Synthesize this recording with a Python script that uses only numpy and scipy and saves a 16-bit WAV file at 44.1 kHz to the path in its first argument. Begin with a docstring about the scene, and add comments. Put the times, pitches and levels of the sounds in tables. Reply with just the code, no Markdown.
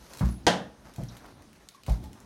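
"""A horse shifts about in a horse lorry, heard from the foot of the open ramp.
Over quiet outdoor air and the rumble of the rocking body, hooves scuff, fittings squeak and grit ticks.
A hoof thuds on the matted hollow floor, then a hind hoof kicks the wall panel and the box rings on.
A second, softer step follows; the shuffling goes on, tack snaps once and a third step lands."""
import sys
import numpy as np
from scipy import signal
from scipy.fft import rfft, irfft
from scipy.io import wavfile
from scipy.ndimage import uniform_filter1d

SR = 44100
rng = np.random.default_rng(int(sys.argv[2]) if len(sys.argv) > 2 else 0)


def inscribe(sig):
    """Save sig as 16-bit PCM at rate SR to the path in sys.argv[1].

    A 1-D sig is mono; a 2-D sig holds one channel per row.
    Samples are clipped to [-1, 1] before scaling.
    """
    pcm = np.round(np.clip(np.atleast_2d(sig).T, -1, 1) * 32767)
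    wavfile.write(sys.argv[1], SR, pcm.astype(np.int16))


N = 99225
T = np.arange(N) / SR


def amp(db):
    """Decibels to gain."""
    return 10 ** (np.asarray(db) / 20)


def unit(x):
    """Scales to rms 1."""
    return x / np.sqrt(np.mean(x ** 2) + 1e-20)


def read(points, hz):
    """Reads a curve on a log-frequency axis."""
    freqs, values = np.transpose(points)
    return np.interp(np.log(hz + 1), np.log(freqs + 1), values)


def colour(x, spectrum):
    """Shapes a signal with an EQ curve, at rms 1."""
    return unit(irfft(rfft(x) * amp(read(spectrum, np.fft.rfftfreq(N, 1 / SR))), N))


def noise(spectrum):
    """Coloured noise at rms 1."""
    return colour(rng.standard_normal(N), spectrum)


def band(hz, width_hz):
    """Noise in a steep resonance whose centre may glide."""
    white = rng.standard_normal(N) + 1j * rng.standard_normal(N)
    skirts = 1 + (2 * np.fft.fftfreq(N, 1 / SR) / width_hz) ** 2
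    wobble = np.fft.ifft(np.fft.fft(white) / skirts)
    carrier = np.exp(2j * np.pi * np.cumsum(hz * np.ones(N)) / SR)
    return unit((wobble * carrier).real)


def pulse(spectrum):
    """One minimum-phase click with the given spectrum, at peak 1."""
    log_gain = np.log(amp(read(spectrum, abs(np.fft.fftfreq(4096, 1 / SR)))))
    click = np.fft.ifft(np.exp(np.conj(signal.hilbert(log_gain)))).real[:2048]
    return click / abs(click).max()


def fade(t60, t=T):
    """Exponential decay, 60 dB down after t60 seconds."""
    return np.exp(-np.log(1000) * t / t60)


def rise(seconds):
    """Smooth attack from 0 to 1."""
    return np.sin(np.pi / 2 * np.minimum(T / seconds, 1)) ** 2


def stroke(length, peak):
    """A swell and release; peak is the share of the length spent swelling."""
    return np.sqrt(np.interp(T, [0, length * np.clip(peak, .02, .9), length], [0, 1, 0]))


def add(mix, start_s, sound):
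    """Mixes a sound in, trimming what falls outside the scene."""
    at = round(start_s * SR)
    sound = sound[max(-at, 0):]
    part = mix[max(at, 0):][:len(sound)]
    part += sound[:len(part)]


def ring(modes):
    """Decaying modes of a struck object."""
    return sum(amp(db) * fade(t60) * np.sin(2 * np.pi * hz * T) for hz, db, t60 in modes)


def die_in_box(x):
    """The horse box's decay: the treble dies sooner than the bass."""
    # Decay time of the box: freq_hz, t60_s
    box_decay = [(100, 0.54), (260, 0.51), (700, 0.43), (1840, 0.38), (4850, 0.29), (12800, 0.27)]
    hz, t, bands = signal.stft(x, SR, nperseg=512)
    return signal.istft(bands * fade(read(box_decay, hz)[:, None], t), SR, nperseg=512)[1][:N]


def outdoor_air():
    """A faint bed of air whose level flickers in small patches of time and frequency."""
    # Colour of the air: freq_hz, gain_db
    air_eq = [(20, -24), (50, -9.5), (130, -1), (300, -4), (600, -8.5), (1200, -11), (2500, -16),
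              (6300, -16), (7500, -24.5), (9500, -20), (13500, -31), (16000, -48)]
    flicker_db, patch_s, patch_hz = 2, 0.077, 856
    bands = signal.stft(noise(air_eq), SR, nperseg=512)[2]
    patches = rng.standard_normal(bands.shape)
    for axis, size in enumerate([patch_hz * 512 / SR, patch_s * SR / 256]):
        patches = uniform_filter1d(patches, round(size), axis=axis)
    return amp(-61.5) * signal.istft(bands * amp(flicker_db * unit(patches)), SR, nperseg=512)[1][:N]


def body_rumble():
    """The lorry's body rocks on its springs with a low, swelling rumble."""
    # Swells of the rocking: time_s, level_db
    rocking = [(0, -52.5), (.15, -72), (.4, -45.5), (.75, -57.5), (1.2, -57), (1.5, -54), (1.75, -81),
               (1.86, -56.5), (2.03, -42.5), (2.25, -54)]
    # Colour of the rumble: freq_hz, gain_db
    rumble_eq = [(20, -27), (55, 5.5), (100, -3.5), (220, -2), (330, -7), (450, -18.5), (700, -19),
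                 (3000, -46)]
    return amp(np.interp(T, *np.transpose(rocking))) * noise(rumble_eq)


def hoof_scuffs():
    """A hoof sliding over the mat makes a dull rub with a hiss of rolling grains."""
    # Hoof slides: start_s, length_s, swell_share (0-1), rub_db, hiss_db
    slides = [(-.05, 0.22, 0.56, -56, -59), (.097, 0.22, 0.1, -51, -56.5), (0.242, 0.13, 0.06, -50, -56.5),
              (0.689, 0.26, 0.6, -61, -89), (0.843, 0.096, 0.18, -52, -62.5), (0.932, .16, 0.51, -55, -62),
              (1.085, .14, 0.26, -52, -61), (1.202, 0.13, 0.4, -50, -65), (1.318, 0.14, 0.67, -57, -89),
              (1.552, 0.038, 0.2, -57.5, -67), (1.599, 0.091, 0.06, -56.5, -67),
              (1.743, 0.029, 0.2, -68, -61), (1.862, 0.13, 0.1, -49, -54.5),
              (2.025, 0.058, .25, -59, -62.5), (2.149, 0.14, 0.12, -56.5, -72.5)]
    # Colour of the dull rub: freq_hz, gain_db
    rub_eq = [(60, 10), (250, 10.5), (900, 7.5), (1500, 3), (2600, -8), (5000, -69), (15000, -104)]
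    # Colour of the gritty hiss: freq_hz, gain_db
    hiss_eq = [(500, -60), (2000, -3), (4000, 6.5), (6300, 7.5), (7500, 0), (10000, 0), (13000, 0.5),
               (16000, -25)]
    grain_spread_db, grains_per_s, grain_share = 3, 1500, 0.43
    out = np.zeros(N)
    for start_s, length_s, swell, rub_db, hiss_db in slides:
        sizes = amp(grain_spread_db * np.minimum(rng.exponential(1, N), 4))
        grains = sizes * rng.standard_normal(N) * (rng.random(N) < grains_per_s / SR)
        friction = np.sqrt(grain_share) * unit(grains) + np.sqrt(1 - grain_share) * rng.standard_normal(N)
        scuff = amp(rub_db) * colour(friction, rub_eq) + amp(hiss_db) * colour(friction, hiss_eq)
        add(out, start_s, stroke(length_s, swell) * scuff)
    return out


def fitting_squeaks():
    """Fittings rub and sound one narrow resonance each."""
    # Squeaks: start_s, length_s, pitch_hz, glide_hz_per_s, width_hz, level_db
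    squeaks = [(0.095, 0.035, 14200, 0, 404, -64), (0.096, 0.02, 9740, 0, 207, -59),
               (0.296, 0.13, 10130, -1200, 266, -57), (0.301, 0.088, 13700, 0, 300, -68),
               (1.085, 0.021, 5630, 0, 1000, -51), (1.084, 0.072, 3920, 0, 900, -57),
               (1.746, 0.07, 1112, -900, 80, -56.5), (2.035, 0.1, 851, 0, 40, -56),
               (2.16, 0.094, 1202, 0, 41.5, -62)]
    out = np.zeros(N)
    for start_s, length_s, pitch_hz, glide, width_hz, level_db in squeaks:
        envelope = amp(level_db) * stroke(length_s, peak=0.033) ** 2
        add(out, start_s, envelope * band(pitch_hz + glide * T, width_hz))
    return out


def grit_ticks():
    """Grit and tack give short bright ticks that ring on in the box."""
    # Ticks: start_s, level_db, t60_s
    ticks = [(0.1352, -40, 0.021), (.137, -67, 0.012), (.149, -46, .008), (.158, -59, .008),
             (.173, -39.5, 0.011), (0.1858, -40.5, 0.014), (.193, -43.5, 0.074), (0.2576, -40.5, 0.011),
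             (.849, -58, 0.0051), (.937, -52.5, 0.053), (.961, -42.5, 0.016), (1.035, -46, 0.022),
             (1.168, -48, 0.045), (1.26, -49.5, 0.02), (1.422, -48.5, 0.0087), (1.531, -44, 0.0032),
             (1.6889, -46, 0.029), (1.8352, -41.5, 0.0062), (1.8643, -41, 0.019), (1.8952, -42.5, 0.042),
             (1.922, -42, 0.006), (2.04, -51, 0.031), (2.131, -46.5, 0.0079), (2.203, -44.5, 0.0027)]
    # Colour of a tick: freq_hz, gain_db
    tick_eq = [(300, -20), (1500, 7), (4000, 8), (6500, 5.5), (10000, 3.5), (15000, -3)]
    direct = np.zeros(N)
    for start_s, level_db, t60_s in ticks:
        add(direct, start_s, amp(level_db) * fade(t60_s) * noise(tick_eq))
    room = die_in_box(rng.standard_normal(N))
    reverb = signal.fftconvolve(direct, room / np.linalg.norm(room))[:N]
    return direct + amp(-2.5) * reverb


def hoof_steps():
    """The hoof knocks the boards through the mat; then the weight comes down and the floor bounces."""
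    # Hoof falls: start_s, boards_db, thump_db, knock_db, knock_hz, knock_width_hz,
    # weight_delay_s, weight_db, bounce_db, bounce_hz, bounce_t60_s
    falls = [(0.2071, -16.5, -28.5, -33.5, 897, 910, .035, -22.5, -18, 60.8, 0.29),
             (0.9807, -25, -37, -40.5, 592.7, 346, 0.027, -28, -41, 51, 0.41),
             (1.8801, -22.5, -43, -34, 664.5, 435, .019, -43, -15, 53.5, 0.16)]
    # Modes of the floor boards: pitch_hz, level_db, t60_s
    board_modes = [(118.05, -2.5, 0.38), (141.3, -1, 0.22), (179.5, -8, 0.37), (216.7, -15.5, 0.39)]
    # Colour of the soft thump through the rubber mat: freq_hz, gain_db
    thump_eq = [(40, 2), (130, 0.5), (220, 4.5), (330, 1), (450, -21)]
    bounce_rise_s = 0.0329
    mat_lowpass = signal.butter(4, 500, fs=SR, output="sos")  # the rubber swallows the treble
    boards = rise(seconds=0.0077) * ring(board_modes)
    out = np.zeros(N)
    for (start_s, boards_db, thump_db, knock_db, knock_hz, knock_width_hz,
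         weight_delay_s, weight_db, bounce_db, bounce_hz, bounce_t60_s) in falls:
        thump = amp(thump_db) * fade(t60=0.42) * signal.sosfilt(mat_lowpass, noise(thump_eq))
        knock = amp(knock_db) * fade(t60=0.23) * band(knock_hz, knock_width_hz)
        add(out, start_s, rise(seconds=0.0033) * (thump + knock) - amp(boards_db) * boards)
        weight_s = start_s + weight_delay_s
        add(out, weight_s, amp(weight_db) * boards)
        envelope = rise(bounce_rise_s) * np.minimum(fade(bounce_t60_s, T - bounce_rise_s), 1)
        bounce = envelope * np.sin(2 * np.pi * bounce_hz * T)
        add(out, weight_s - bounce_rise_s / 2, -amp(bounce_db) * bounce)
    return out


def wall_kick():
    """A hoof cracks against the wall in quick contacts; the panel and the box ring."""
    # The hoof lands edge first, then flat: start_s, level_db, t60_s
    contacts = [(0.4671, -13.5, 0.034), (0.4725, -21, 0.021), (0.4794, -18.5, 0.043)]
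    # Colour of each contact: freq_hz, gain_db
    crack_eq = [(50, -40), (430, -17), (700, -0.5), (900, 8.5), (1200, -21.5), (1800, -3), (2300, -6),
                (3200, -8), (6400, -10.5), (7500, -18.5), (10000, -23), (15000, -43)]
    # Modes of the wall panel: pitch_hz, level_db, t60_s
    panel_modes = [(130, -3, .13), (177.1, -5.5, 0.37), (232, -21, 0.22), (329, 7, 0.058),
                   (485.3, 10.5, 0.069), (573.5, -10, 0.17), (693, 5.5, 0.17), (835, -1.5, 0.3),
                   (941.5, -2.5, 0.17), (1003, -10, 0.31), (1571, -8.5, 0.24), (1820, -25, 0.54),
                   (1940, -0.5, 0.1), (3094, -3, 0.088), (3246, -2, 0.11)]
    # Colour of the ringing box: freq_hz, gain_db
    box_eq = [(50, -22), (130, -6), (200, 0.5), (280, -5.5), (390, -10), (490, -1.5), (850, -3.5),
              (1200, -13), (1800, -8.5), (2300, -17.5), (3200, -10), (4500, -16.5), (6400, -18.5),
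              (7500, -25.5), (10000, -28.5), (15000, -51)]
    out = np.zeros(N)
    for start_s, level_db, t60_s in contacts:
        add(out, start_s, amp(level_db) * rise(seconds=0.00021) * fade(t60_s) * noise(crack_eq))
    hit_s, hit_db, _ = contacts[0]
    add(out, hit_s, amp(hit_db + 6.5) * pulse(crack_eq))  # a hard click tops the first contact
    panel = amp(-21) * rise(seconds=0.0011) * ring(panel_modes)
    box = amp(-18.5) * rise(seconds=0.0071) * die_in_box(noise(box_eq))
    add(out, hit_s, panel + box)
    return out


def tack_snap():
    """The tack snaps once with a sharp, dry click."""
    # Colour of the snap: freq_hz, gain_db
    snap_eq = [(500, -35), (2200, -17), (3800, 4), (6000, -4), (8500, 1.5), (10000, -16), (16000, -14.5)]
    out = np.zeros(N)
    add(out, start_s=1.688, sound=amp(-28) * pulse(snap_eq))
    return out


def scene():
    """The blows, the small movements and the bed, mixed in mono."""
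    blows = hoof_steps() + wall_kick()
    movements = hoof_scuffs() + grit_ticks() + tack_snap() + fitting_squeaks()
    bed = outdoor_air() + body_rumble()
    return (blows + movements + bed)[None]


def record(dry):
    """The microphone's low cut and the recorder's band limit."""
    low_cut_hz, top_hz = 30, 16100
    low_cut = signal.butter(3, low_cut_hz, "high", fs=SR, output="sos")
    band_limit = signal.firwin(511, top_hz, window=("kaiser", 9), fs=SR)
    return signal.oaconvolve(signal.sosfilt(low_cut, dry), band_limit[None], "same")


dry = scene()
out = record(dry)
inscribe(out)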